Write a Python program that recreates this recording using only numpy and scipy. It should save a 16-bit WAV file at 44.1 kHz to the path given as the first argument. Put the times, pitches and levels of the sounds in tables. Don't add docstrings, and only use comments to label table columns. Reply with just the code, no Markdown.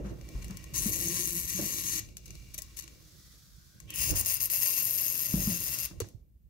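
import sys
import numpy as np
from scipy import signal
from scipy.fft import rfft, irfft, next_fast_len
from scipy.io import wavfile
from scipy.ndimage import uniform_filter1d

SR = 44100
rng = np.random.default_rng(int(sys.argv[2]) if len(sys.argv) > 2 else 0)


def materialize(psi):
    bounded = np.clip(np.atleast_2d(psi).T, -1, 1)
    quanta = np.round(bounded * 32767).astype(np.int16)
    wavfile.write(sys.argv[1], SR, quanta)


def elevation(decibels):
    levels = np.asarray(decibels, float)
    return 10 ** (levels / 20)


N = 286209
T = np.arange(N) / SR
HZ = np.fft.rfftfreq(2 * next_fast_len(N // 2 + 6000, True), 1 / SR)

# time_s, drag_db, frame_looseness_db
COASTING = [
    [(0.0, -67, -64), (0.178, -62.5, -74), (0.318, -55.5, -62.5), (0.44, -56, -58.5), (0.74, -58.5, -62.5)],
    [(2.0, -53, -60), (2.15, -67, -73), (2.298, -57, -61), (2.438, -57.5, -65), (2.978, -57.5, -69),
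     (3.282, -55, -90), (3.732, -60, -89), (3.87, -64.5, -75), (3.92, -54, -57)],
    [(5.87, -44, -78), (5.966, -67.5, -73), (6.066, -58, -81), (6.126, -68, -99), (6.21, -81, -99),
     (6.27, -97.5, -99), (6.49, -98, -99)],
]
# frequency_hz, level_db
FRICTION_COLOUR = [(290, -52), (500, -15.5), (900, -17.5), (1190, -8.5), (1550, -8), (1800, -11),
                   (2230, -12), (2850, -15.5), (3340, -5), (5800, -1.5), (9090, -8.5), (11300, -3.5),
                   (16000, -3.5)]
# time_s, pitch_hz, level_db
BEARING_MOAN = [(2.9, 2020, -79), (3.1, 1960, -79), (3.33, 1950, -71), (3.4, 1530, -76), (3.7, 1530, -72),
                (3.8, 1550, -70), (3.86, 1500, -88)]
# time_s, pitch_hz, level_db
BEARING_SQUAWK = [(3.87, 3005, -66), (3.9, 2900, -46.5), (4.0, 2696, -43), (4.1, 2455, -46),
                  (4.14, 2510, -85.5)]
# time_s, share_removed
FINGER_DAMPING = [(1.99, 0.02), (2.04, 0.72), (2.5, 0.66), (2.6, 0.072), (2.95, 0.36), (3.1, 0)]
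# frequency_hz, width_hz, level_db
CASE_MODES = [(54.4, 28.5, 0), (112.2, 58, -2.5), (162.7, 96, -8.5), (313.6, 114, -1), (530, 283, -11)]
# time_s, effort_db, firmness_db (gained by each higher resonance)
HAND_GRIP = [(0, -57.5, 6.5), (.27, -53, -2), (.6, -53.5, -3), (.8, -45.5, -3.5), (1.01, -53.5, 1),
             (1.43, -51, -7), (1.75, -50, -7), (2.0, -52, -4.5), (2.5, -60, -9.5), (2.91, -65, -0.5),
             (3.6, -59.5, -9.5), (3.76, -60.5, -6), (3.96, -51.5, -4.5), (4.36, -56, -6), (4.64, -58.5, -1),
             (5.3, -59.5, 0.5), (5.75, -56, -2.5), (6.3, -57, -15.5)]
# peak_s, peak_db, brightness (0 deep to 2 upper), t60_s
FINGER_JOLTS = [(.05, -53, 0.53, 0.42), (.36, -38, 0.32, 0.87), (.47, -38, 0.33, 0.69),
                (.87, -34.5, 0.63, 0.62), (1.02, -54, 2, 2.7), (1.598, -35, 1.51, 0.63),
                (2.28, -44, 0.35, 1.6), (2.55, -48.5, 0.16, 1.9), (4.01, -39, 0.53, 0.71),
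                (4.109, -41.5, 2, 0.51), (4.119, -29, 0.31, 0.38), (5.351, -32, 1.12, 0.64),
                (5.42, -42, 0.54, 0.6), (5.48, -36.5, 0.91, 0.68), (5.93, -41, 0.54, 0.54),
                (5.98, -42, 0.15, 0.11), (6.02, -47.5, 1.55, 0.54)]
# start_s, peak_db, pitch_hz, t60_s, left_right_db
HAND_THUMPS = [(0.009, -33.5, 54, 0.92, 3.5), (0.047, -34, 197, 0.26, 7), (0.35, -28, 46.8, 0.41, 4),
               (0.498, -32.5, 191, 0.17, 6), (0.858, -16.5, 208, 0.063, 5), (1.59, -26, 331.5, 0.054, -3),
               (1.588, -33.5, 581, 0.085, -1), (4.108, -28, 58, 0.22, -18), (4.137, -36, 95.2, 0.43, -15),
               (5.34, -4, 181, 0.026, 5.5), (5.35, -30, 55.7, 0.53, 5), (5.472, -18, 206, 0.11, 4),
               (5.91, -36.5, 312, 0.047, 7), (6.004, -17.5, 449, 0.031, 13), (6.016, -19, 356, 0.02, -4),
               (6.043, -43, 383, 0.039, 6)]
# start_s, peak_db, pitch_hz, t60_s,
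# left_right_db
SOFT_BUMPS = [(2.546, -56, 610, 0.05, -3), (2.583, -49, 625, 0.076, -1), (6.008, -38.5, 990, 0.037, 8),
              (1.544, -34.5, 185, 0.23, 0), (1.612, -31.5, 202.6, 0.2, 5), (6.016, -26, 100, 0.1, -6),
              (6.146, -34.5, 103, 0.064, -13), (6.002, -35, 4527, 0.045, 6), (6.002, -37, 8100, .03, 6),
              (6.015, -43, 5600, .04, 6), (5.5, -32, 172, 0.34, 5), (5.36, -27.5, 190, 0.3, 5)]
# time_s, pitch_hz, level_db
ELECTRIC_WHINE = [(0, 13400, -77), (.72, 13350, -76), (.8, 13400, -99), (6.05, 13400, -99),
                  (6.15, 13500, -89), (6.49, 13700, -89)]
# start_s, peak_db, low_share_db, left_right_db
AXLE_TICKS = [(0.212, -54, -1, 7), (0.2882, -41, -12, 8), (0.4444, -30, -18, 6.5), (0.482, -44, -16, 15.5),
              (0.508, -47.5, 2.5, 3), (0.5707, -29.5, -22.5, 15.5), (0.631, -54, -22, 25.5),
              (0.641, -43.5, -11.5, 19), (2.088, -55, 2, 3), (2.169, -25.5, -21.5, 7),
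              (2.1797, -43, -10, 5), (2.2798, -47, -7, 7), (2.306, -39, -10.5, 8.5), (2.353, -52, -1, 13),
              (2.544, -25.5, -30, 17), (2.58, -26, -30, 20), (2.5868, -28, -23, 18.5), (2.598, -48, -16, 8),
              (2.613, -52, -20, 8), (2.62, -22.5, -36, 15), (2.7893, -27, -20.5, 4.5),
              (2.7925, -38, -27, 12), (2.797, -30, -22, 5), (2.809, -35, -18, -1), (2.823, -33, -22, 9),
              (2.8395, -44, -7, -11), (2.8783, -59.5, 11.5, 7)]
# start_s, peak_db,
# low_share_db, left_right_db
SPIN_CLICKS = [(0.741, -34, -8, 4), (0.7615, -26, -25, 10), (3.8017, -32, -21, 6),
               (3.904, -23.5, -24, 2.5), (4.249, -19, -28, 4), (4.26, -22, -24, 9), (4.459, -22, -33, 4),
               (4.4998, -16.5, -25.5, 8), (6.002, -16.5, -30.5, 9.5), (6.0124, -42, -7, 3),
               (6.087, -38, -23, 6), (0.043, -57, -11, -2)]
# start_s, length_s, peak_db, low_share_db, left_right_db
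PLAY_SCRAPES = [
    (0.025, 0.16, -64.5, 0, -1),
    (0.419, 0.011, -52, -1.5, 10.5),
    (2.255, 0.01, -39, -17, 8),
    (2.537, 0.013, -37.5, -13, 5.5),
    (2.576, 0.015, -27, -22, 0),
    (2.763, 0.036, -30.5, -25.5, 14),
    (2.82, 0.023, -47, -10, 3),
    (6.001, 0.019, -41, -7.5, -4),
]
# time_s, contact_db, nut_ring_db
CONTACT_OUT = [(0.737, -53.5, -3), (0.763, -38.5, -12), (0.79, -40, -20), (0.89, -40, -7),
               (1.08, -41.5, -10), (1.22, -41.5, -10), (1.52, -42.5, -2.5), (1.997, -42.5, -5.5),
               (2.008, -85, -11)]
CONTACT_BACK = [(3.93, -100, -9), (3.94, -41, -20), (3.988, -31.5, -45), (4.17, -29.5, -30),
                (4.27, -30.5, -12.5), (4.52, -33.5, -4), (5.2, -38, -2.5), (5.857, -36.5, -9),
                (5.877, -72, -3.5)]
# time_s, peak_db
FIRM_BLOWS_OUT = [(0.762, -22.5), (0.7851, -25.5), (0.821, -26), (0.8321, -25.5), (0.8666, -26.0),
                  (0.8828, -28), (0.893, -24.0), (0.9332, -23.5), (0.9385, -35), (0.961, -25.0),
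                  (0.9897, -29), (1.0115, -27.5), (1.0404, -23.5), (1.0577, -27.5), (1.0853, -28),
                  (1.0909, -29.5), (1.1197, -29.5), (1.143, -25.5), (1.1649, -24.5), (1.1994, -26.0),
                  (1.2103, -27.0), (1.2226, -25.5), (1.256, -26.5), (1.2735, -26.5), (1.307, -26.5),
                  (1.3306, -28.5), (1.353, -25.5), (1.3645, -27.0), (1.3759, -25.0), (1.399, -26.5),
                  (1.428, -35), (1.454, -28.5), (1.466, -34), (1.4996, -31), (1.5227, -32), (1.5356, -28.5),
                  (1.5604, -27.5), (1.589, -33), (1.6144, -31), (1.6222, -33), (1.65, -35), (1.6733, -29),
                  (1.7058, -27.5), (1.7282, -31), (1.738, -32.5), (1.7716, -30), (1.7853, -26),
                  (1.797, -32.5), (1.8318, -35), (1.8439, -33.5), (1.8734, -27.0), (1.8998, -26.5),
                  (1.9251, -29.5), (1.9334, -28), (1.9606, -28), (1.9725, -35)]
FIRM_BLOWS_BACK = [(3.9587, -23), (3.996, -21), (4.0157, -17), (4.0378, -18), (4.094, -19), (4.1558, -27),
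                   (4.1797, -20), (4.1987, -20), (4.2478, -32.0), (4.2603, -18), (4.3093, -23),
                   (4.341, -20), (4.368, -23), (4.4046, -22.5), (4.4412, -25), (4.462, -27), (4.4998, -25),
                   (4.5352, -21), (4.5458, -22.0), (4.59, -25), (4.6188, -18), (4.6608, -22), (4.6903, -24),
                   (4.7341, -22), (4.7643, -26), (4.7928, -25), (4.825, -14), (4.8534, -20), (4.8847, -27),
                   (4.909, -10), (4.9608, -26), (4.966, -25), (5.0137, -21.5), (5.0537, -21),
                   (5.0643, -23.5), (5.1005, -21.0), (5.1243, -22), (5.1772, -21), (5.2043, -24.0),
                   (5.2249, -24.5), (5.2582, -23), (5.3, -21), (5.3429, -40), (5.3619, -29), (5.3982, -33),
                   (5.4195, -26), (5.4542, -24), (5.4849, -27), (5.5145, -33), (5.556, -30), (5.5784, -29),
                   (5.6128, -30), (5.6584, -21), (5.6802, -26.0), (5.7042, -29), (5.7373, -23),
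                   (5.7873, -25), (5.8174, -29), (5.8317, -21)]
# frequency_hz, width_hz, level_db
FRAME_MODES_OUT = [(334, 57, -7), (1074, 58, -8), (1903, 130, -9.5), (2316, 130, -9), (2796, 145, -8.5),
                   (4550, 220, -10.5), (6370, 490, 0.5), (7760, 400, -4), (9460, 520, -7), (11200, 800, -2)]
FRAME_MODES_BACK = [(603, 97, -21.5), (1050, 60, -18), (1940, 150, -23), (2350, 60, -21), (2722, 90, -13),
                    (5000, 200, -14), (5430, 100, -18), (6430, 300, -9), (8790, 320, -14.5),
                    (10200, 300, -16.5), (10900, 130, -12.5), (11840, 230, -2), (12850, 380, -11.5),
                    (13420, 200, -19)]
# frequency_hz, level_db
DENSE_RINGING_OUT = [(600, -54.5), (1400, -24), (2200, -21), (3250, -20), (4000, -10), (5000, -15),
                     (5600, -7.5), (8600, -16), (10500, -12), (13000, -7.5), (14500, -15), (15700, -8.5)]
DENSE_RINGING_BACK = [(600, -69.5), (1350, -31.5), (2200, -26.5), (3100, -28), (4200, -25), (5700, -19),
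                      (8000, -26), (8400, -29.5), (9500, -33.5), (10550, -31), (14000, -28.5),
                      (15700, -17.5)]
# start_s, length_s, depth_db
NUT_SLIPS = [(0.904, 0.015, -7), (1.087, 0.016, -1), (1.432, 0.043, -4.5), (4.114, 0.036, -18),
             (4.214, 0.039, -17), (4.348, 0.023, -5), (4.372, 0.027, -18), (4.464, 0.035, -22),
             (5.13, 0.014, 0), (5.24, 0.012, -0.5), (5.269, 0.024, -6), (5.576, .012, -11),
             (5.692, 0.027, 0), (5.75, 0.034, -6)]
# time_s, rubbing_against_blows_db
NUT_DRAG = [(.74, -12), (1.36, -16), (1.45, 5), (3.93, 4), (4.1, 3), (4.16, -14), (4.52, -14), (4.62, -8),
            (5.25, -5), (5.35, -1), (5.87, -3)]
# middle_s, length_s, lift_db
BRACKET_SINGS = [(0.788, .03, 9.5), (0.935, .05, 8), (1.08, 0.029, 10), (1.234, 0.058, 8), (1.551, .04, 8),
                 (1.736, .04, 5.5), (1.883, 0.041, 8), (4.103, .03, 5.5), (4.647, .04, 0.5), (4.75, .04, 0),
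                 (5.09, 0.039, 6.5), (5.29, .04, 4.5), (5.432, 0.044, 6), (5.56, 0.06, 5.5)]
# time_s, pitch_hz, level_db
ROD_DRONES = [
    [(.85, 301.2, -61.5), (.95, 337.4, -50), (1.05, 337.4, -46), (1.17, 354, -51.5), (1.33, 345, -49.5),
     (1.5, 329, -76), (1.9, 330.7, -60), (2.0, 327, -74)],
    [(.85, 538, -78.5), (.95, 539, -66), (1.2, 530, -61), (1.4, 530, -67.5), (1.5, 526, -90)],
    [(.9, 174, -77), (1.05, 170, -41.5), (1.2, 182.2, -51), (1.35, 172.5, -46), (1.5, 169.7, -59),
     (1.9, 164, -66), (2.0, 166.6, -83)],
]
# frequency_hz, left_right_db
PORT_BALANCE = [(60, 5), (110, -10), (200, -18.5), (380, -4), (700, 6), (1290, 2.5), (2380, 5.5),
                (4400, 4.5), (8120, 5), (15000, 10)]


def evened(x):
    return x / np.sqrt(np.mean(x ** 2) + 1e-20)


def read(points):
    f, value = np.transpose(points)
    return np.interp(np.log(HZ + 1), np.log(f), value)


def follow(tables, column, off):
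    rows = np.concatenate([np.array(t, float) for t in tables])
    return np.interp(T, rows[:, 0], rows[:, column], off, off)


def shape(x, gain):
    size = 2 * (len(HZ) - 1)
    return irfft(rfft(x, size) * gain, size)[..., :N]


def edge(hz, order=4):
    return 1 / np.sqrt(1 + (HZ / hz) ** (2 * order))


def peak(hz, width):
    return 1 / (1 + (2 * (HZ - hz) / width) ** 2)


def wander(hz):
    knots = rng.standard_normal(N // 64 + 2)
    slow = signal.lfilter([1], [1, -np.exp(-2 * np.pi * hz * 64 / SR)], knots)
    return np.interp(np.arange(N) / 64, np.arange(len(slow)), evened(slow))


def gliding_tone(voice):
    phase = 2 * np.pi * np.cumsum(follow([voice], 1, 0)) / SR
    return elevation(follow([voice], 2, -140)) * np.cos(phase)


def add(mix, s, sound, pan_db):
    part = mix[:, round(s * SR):][:, :sound.shape[-1]]
    part += (sound * elevation([[pan_db / 2], [-pan_db / 2]]))[:, :part.shape[1]]


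def frame(modes, bed):
    power = elevation(2 * read(bed))
    for hz, width, db in modes:
        power += elevation(2 * db) * peak(hz, width) ** 1.236
    cepstrum = irfft(np.log(power) / 2)
    cepstrum[1:len(HZ) - 1] *= 2
    cepstrum[len(HZ):] = 0
    return np.exp(rfft(cepstrum))


def damped(x):
    lower = peak(1900, 300) + peak(1075, 240) + 0.6 * peak(3150, 354) + 0.21 * peak(1800, 440)
    share = np.clip(follow([FINGER_DAMPING], 1, 0), 0, 1)
    return x - share * shape(x, np.minimum(lower, 1))


def coast(body):
    noise = rng.standard_normal((4, N)) * elevation(0.9 * wander(30))
    hiss = evened(shape(noise[:2] + 0.5 * noise[2], elevation(read(FRICTION_COLOUR))))
    sheen_db = -6
    whisper = hiss + shape(hiss, 1 - edge(8000)) * (elevation(sheen_db) - 1)
    shaking = noise[2:] + 0.5 * noise[0]
    low_band = edge(2900, order=8) * (1 - edge(800)) * (1 - 0.8 * peak(1600, 500))
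    high_band = edge(8300, order=8) * (1 - edge(3900, order=8))
    ring = evened(shape(shaking, abs(body) ** 1.5 * low_band))
    ring += elevation(-9.5) * evened(shape(shaking, abs(body) ** 0.9 * high_band))
    moan = evened(shape(noise[:2], edge(69, order=2))) * gliding_tone(BEARING_MOAN)
    squawk = evened(shape(noise[2:], edge(340, order=2))) * gliding_tone(BEARING_SQUAWK)
    drag = elevation(follow(COASTING, 1, -140))
    looseness = elevation(follow(COASTING, 2, -140) - 0.5 + 1.7 * wander(1.7))
    return damped(drag * whisper + looseness * ring) + moan + squawk


def rumble_db(step):
    rise_s, spread_db = 0.036, -12
    grip_db = follow([HAND_GRIP], 1, -58.5) + step * follow([HAND_GRIP], 2, -13.5)
    body_db = 5.5 * (step == 1)
    power = elevation(2 * (grip_db + body_db))
    for s, db, bright, t60 in FINGER_JOLTS:
        shape_db = np.where(T < s, 20 * (T - s) / rise_s, -60 * (T - s) / t60)
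        power = power + elevation(2 * np.maximum(db + spread_db * abs(step - bright) + shape_db, -150))
    return 10 * np.log10(power)


def hands():
    out = np.zeros((2, N))
    groups = [(CASE_MODES[:1], 0.5), (CASE_MODES[1:3], 1.1), (CASE_MODES[3:], 1.2)]
    for step, (modes, apart) in enumerate(groups):
        noise = rng.standard_normal((3, N))
        gain = sum(elevation(db) * peak(hz, width) for hz, width, db in modes)
        band = shape(noise[0] + apart * noise[1:], gain * (1 - edge(29, order=2)))
        out += evened(band * elevation(2.1 * wander(12.0))) * elevation(rumble_db(step))
    t = np.arange(12000) / SR
    scuffs = evened(shape(rng.standard_normal((2, N)), edge(1200, order=2) * (1 - edge(600))))
    for s, db, hz, t60, pan_db in HAND_THUMPS:
        scuff_db = -45 + 0.34 * db + 4 * np.log2(hz / 200)
        scuff = np.roll(scuffs, -round(s * SR), axis=1)[:, :len(t)]
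        add(out, s, elevation(scuff_db - 60 * t / (1.5 * t60)) * scuff, pan_db)
    for s, db, hz, t60, pan_db in HAND_THUMPS + SOFT_BUMPS:
        onset = 1 - np.exp(-t / 0.004)
        add(out, s, elevation(db - 60 * t / t60) * np.sin(2 * np.pi * hz * t) * onset, pan_db)
    return out


def whine():
    hz = follow([ELECTRIC_WHINE], 1, 0) + 40 * wander(80)
    level = elevation(follow([ELECTRIC_WHINE], 2, -140) + 3.9 * wander(40))
    tone = level * np.sin(2 * np.pi * np.cumsum(hz) / SR)
    air = evened(shape(rng.standard_normal((2, N)), 1.6 - edge(11000)))
    return tone + elevation(-80) * air


def ticks(body):
    high, low = np.zeros((2, N)), np.zeros((2, N))
    t = np.arange(4000) / SR
    snap = (elevation(-60 * t / 0.023) + elevation(5 - 60 * t / 0.004)) * (1 - np.exp(-t / 0.0002))
    grain = elevation(3 * wander(300))
    events = [(s, snap, *rest) for s, *rest in AXLE_TICKS + SPIN_CLICKS]
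    for s, length, *rest in PLAY_SCRAPES:
        swell = np.minimum(t / (0.26 * length), 1)
        stop = elevation(-60 * np.maximum(t - length, 0) / 0.014)
        events.append((s, swell * stop * grain[round(s * SR):][:len(t)], *rest))
    noise = rng.standard_normal((len(events), 3, len(t)))
    for (s, envelope, db, low_db, pan_db), z in zip(events, noise):
        burst = elevation(db) * envelope * evened(z[0] + z[1:])
        add(high, s, burst, pan_db - 9.5)
        add(low, s, burst * elevation(low_db), pan_db - 1.5)
    split = edge(4100, order=2)
    body = body / np.sqrt(np.mean(abs(body) ** 2))
    bright_body = body * (1 + elevation(-3.5) * peak(11800, 200)) + elevation(-19) * (1 - edge(9000))
    bright = shape(high, bright_body * (1 - split) * elevation(-12.5))
    return bright + shape(low, body * split * elevation(11.5))


def room(x, t60, treble_t60, wet_db):
    t = np.arange(SR // 2) / SR
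    noise = rng.standard_normal((2, SR // 2)) * (t > 0.004)
    dull = signal.sosfilt(signal.butter(2, 7000, fs=SR, output="sos"), noise)
    tail = dull * elevation(-60 * t / t60) + (noise - dull) * elevation(-60 * t / treble_t60)
    return x + elevation(wet_db) * signal.fftconvolve(x, tail / np.linalg.norm(tail[0]), axes=1)[:, :N]


def slack():
    sag_curve, bite_s, bite_db, settle_s = 0.3, 0.0038, -2, 0.025
    db = np.zeros(N)
    for s, length, depth_db in NUT_SLIPS:
        after = np.maximum(T - s - length, 0)
        back = np.minimum(after / bite_s, 1)
        db += depth_db * np.clip((T - s) / length, 0, 1) ** sag_curve * (1 - back)
        db += bite_db * back * np.exp(-after / settle_s)
    return db


def beats(spin, firm, per_s, sag, jitter, spread_db, firm_db, level_db):
    s = np.array([spin[0][0]] + [row[0] for row in firm] + [spin[-1][0]])
    rate = per_s - sag * (s[:-1] - s[0])
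    in_gap = np.maximum(np.round(np.diff(s) * rate), 1)
    count = np.cumsum(np.r_[0, in_gap]).astype(int)
    luck = rng.standard_normal((600, 2))[:count[-1]]
    when = np.interp(np.arange(count[-1]), count, s) + jitter * luck[:, 0] / per_s
    size_db = spread_db * np.clip(luck[:, 1], -3, 1)
    strong = count[1:-1]
    when[strong] = s[1:-1]
    at = np.round(when * SR).astype(int)
    size_db[strong] = np.minimum(firm_db + np.array(firm)[:, 1] - level_db[at[strong]], 4)
    train = np.zeros(N)
    train[at] = elevation(size_db)
    return train


def sung(x):
    lift_db = sum(db * np.exp(-((T - s) / length * 2.2) ** 2) for s, length, db in BRACKET_SINGS)
    return x + (elevation(lift_db) - 1) * shape(x, peak(6460, 970) ** 2)


def chatter(spin, firm, body, per_s, sag, firm_db, jitter, wobble_db, rub_db, strike_db,
            low_db, low_lag, nut_lag):
    burst_s, apart = 0.0016, 2.2
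    slip_db = slack()
    level_db = follow([spin], 1, -140) + slip_db
    blows = beats(spin, firm, per_s, sag, jitter, 1.5, firm_db, level_db) * elevation(wobble_db * wander(27))
    decay = np.exp(-1 / (burst_s * SR))
    puffs = evened(signal.lfilter([1], [1, -decay], uniform_filter1d(blows, size=24)))
    noise = rng.standard_normal((5, N))
    strikes = evened(blows * np.sign(noise[4]))
    hit = evened(puffs * evened(noise[0] + apart * noise[1:3]) + elevation(strike_db) * strikes)
    rub = evened(noise[3:] + 1.3 * noise[1]) * elevation(2.6 * wander(15))
    low = edge(7500, order=6)
    nut = np.minimum(peak(11800, 1000) ** 2 + peak(13100, 1300) ** 2, 1)
    drag = elevation(follow([NUT_DRAG], 1, -2.5))
    total = np.sqrt(1 + drag ** 2)
    bright = (hit + drag * rub) / total
    out = evened(shape(bright, body * (1 - low) * (1 - nut)))
    low_level_db = np.minimum(low_db + low_lag * (-35 - level_db), 8.5)
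    low_ring = sung(evened(shape(hit + elevation(rub_db + 20) * rub, body * low)))
    out += elevation(low_level_db) * elevation(0.91 * wander(3.5)) * low_ring
    nut_ring = evened(shape(bright + strikes / total, body * nut))
    out += elevation(follow([spin], 2, 0) - nut_lag * slip_db) * nut_ring
    return elevation(level_db) * (level_db > -110) * out


def drones():
    noise = evened(shape(rng.standard_normal((len(ROD_DRONES), 2, N)), edge(13.5, order=2)))
    return sum((z[0] + 0.5 * z) * gliding_tone(voice) for voice, z in zip(ROD_DRONES, noise))


def scene():
    out_body = frame(FRAME_MODES_OUT, DENSE_RINGING_OUT)
    back_body = frame(FRAME_MODES_BACK, DENSE_RINGING_BACK)
    metal = damped(ticks(out_body))
    metal += chatter(CONTACT_OUT, FIRM_BLOWS_OUT, out_body, per_s=190, sag=9, firm_db=-9.5,
                     jitter=0.07, wobble_db=0.7, rub_db=-7.5, strike_db=-9,
                     low_db=-0.5, low_lag=0.19, nut_lag=0.71)
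    metal += chatter(CONTACT_BACK, FIRM_BLOWS_BACK, back_body, per_s=195, sag=16, firm_db=-10.5,
                     jitter=0.15, wobble_db=-0.5, rub_db=-6.5, strike_db=-12,
                     low_db=-5.5, low_lag=0.32, nut_lag=0.1)
    metal = room(metal, t60=0.25, treble_t60=0.095, wet_db=-10.0)
    lean_db = read(PORT_BALANCE) / 2
    late = np.exp(-2j * np.pi * HZ * 18 / SR)
    at_ports = shape(metal, np.array([elevation(lean_db), elevation(-lean_db) * late]))
    in_case = (hands() + drones()) * elevation([[-1.5], [1.5]])
    return at_ports + coast(out_body) + in_case + whine()


def low_pass(x):
    return signal.sosfilt(signal.butter(12, 16950, fs=SR, output="sos"), x)


def record(dry):
    top = edge(15750, order=400) + elevation(-66) * edge(16900, order=60)
    mix = shape(dry, top)
    return low_pass(mix)


dry = scene()
out = record(dry)
materialize(out)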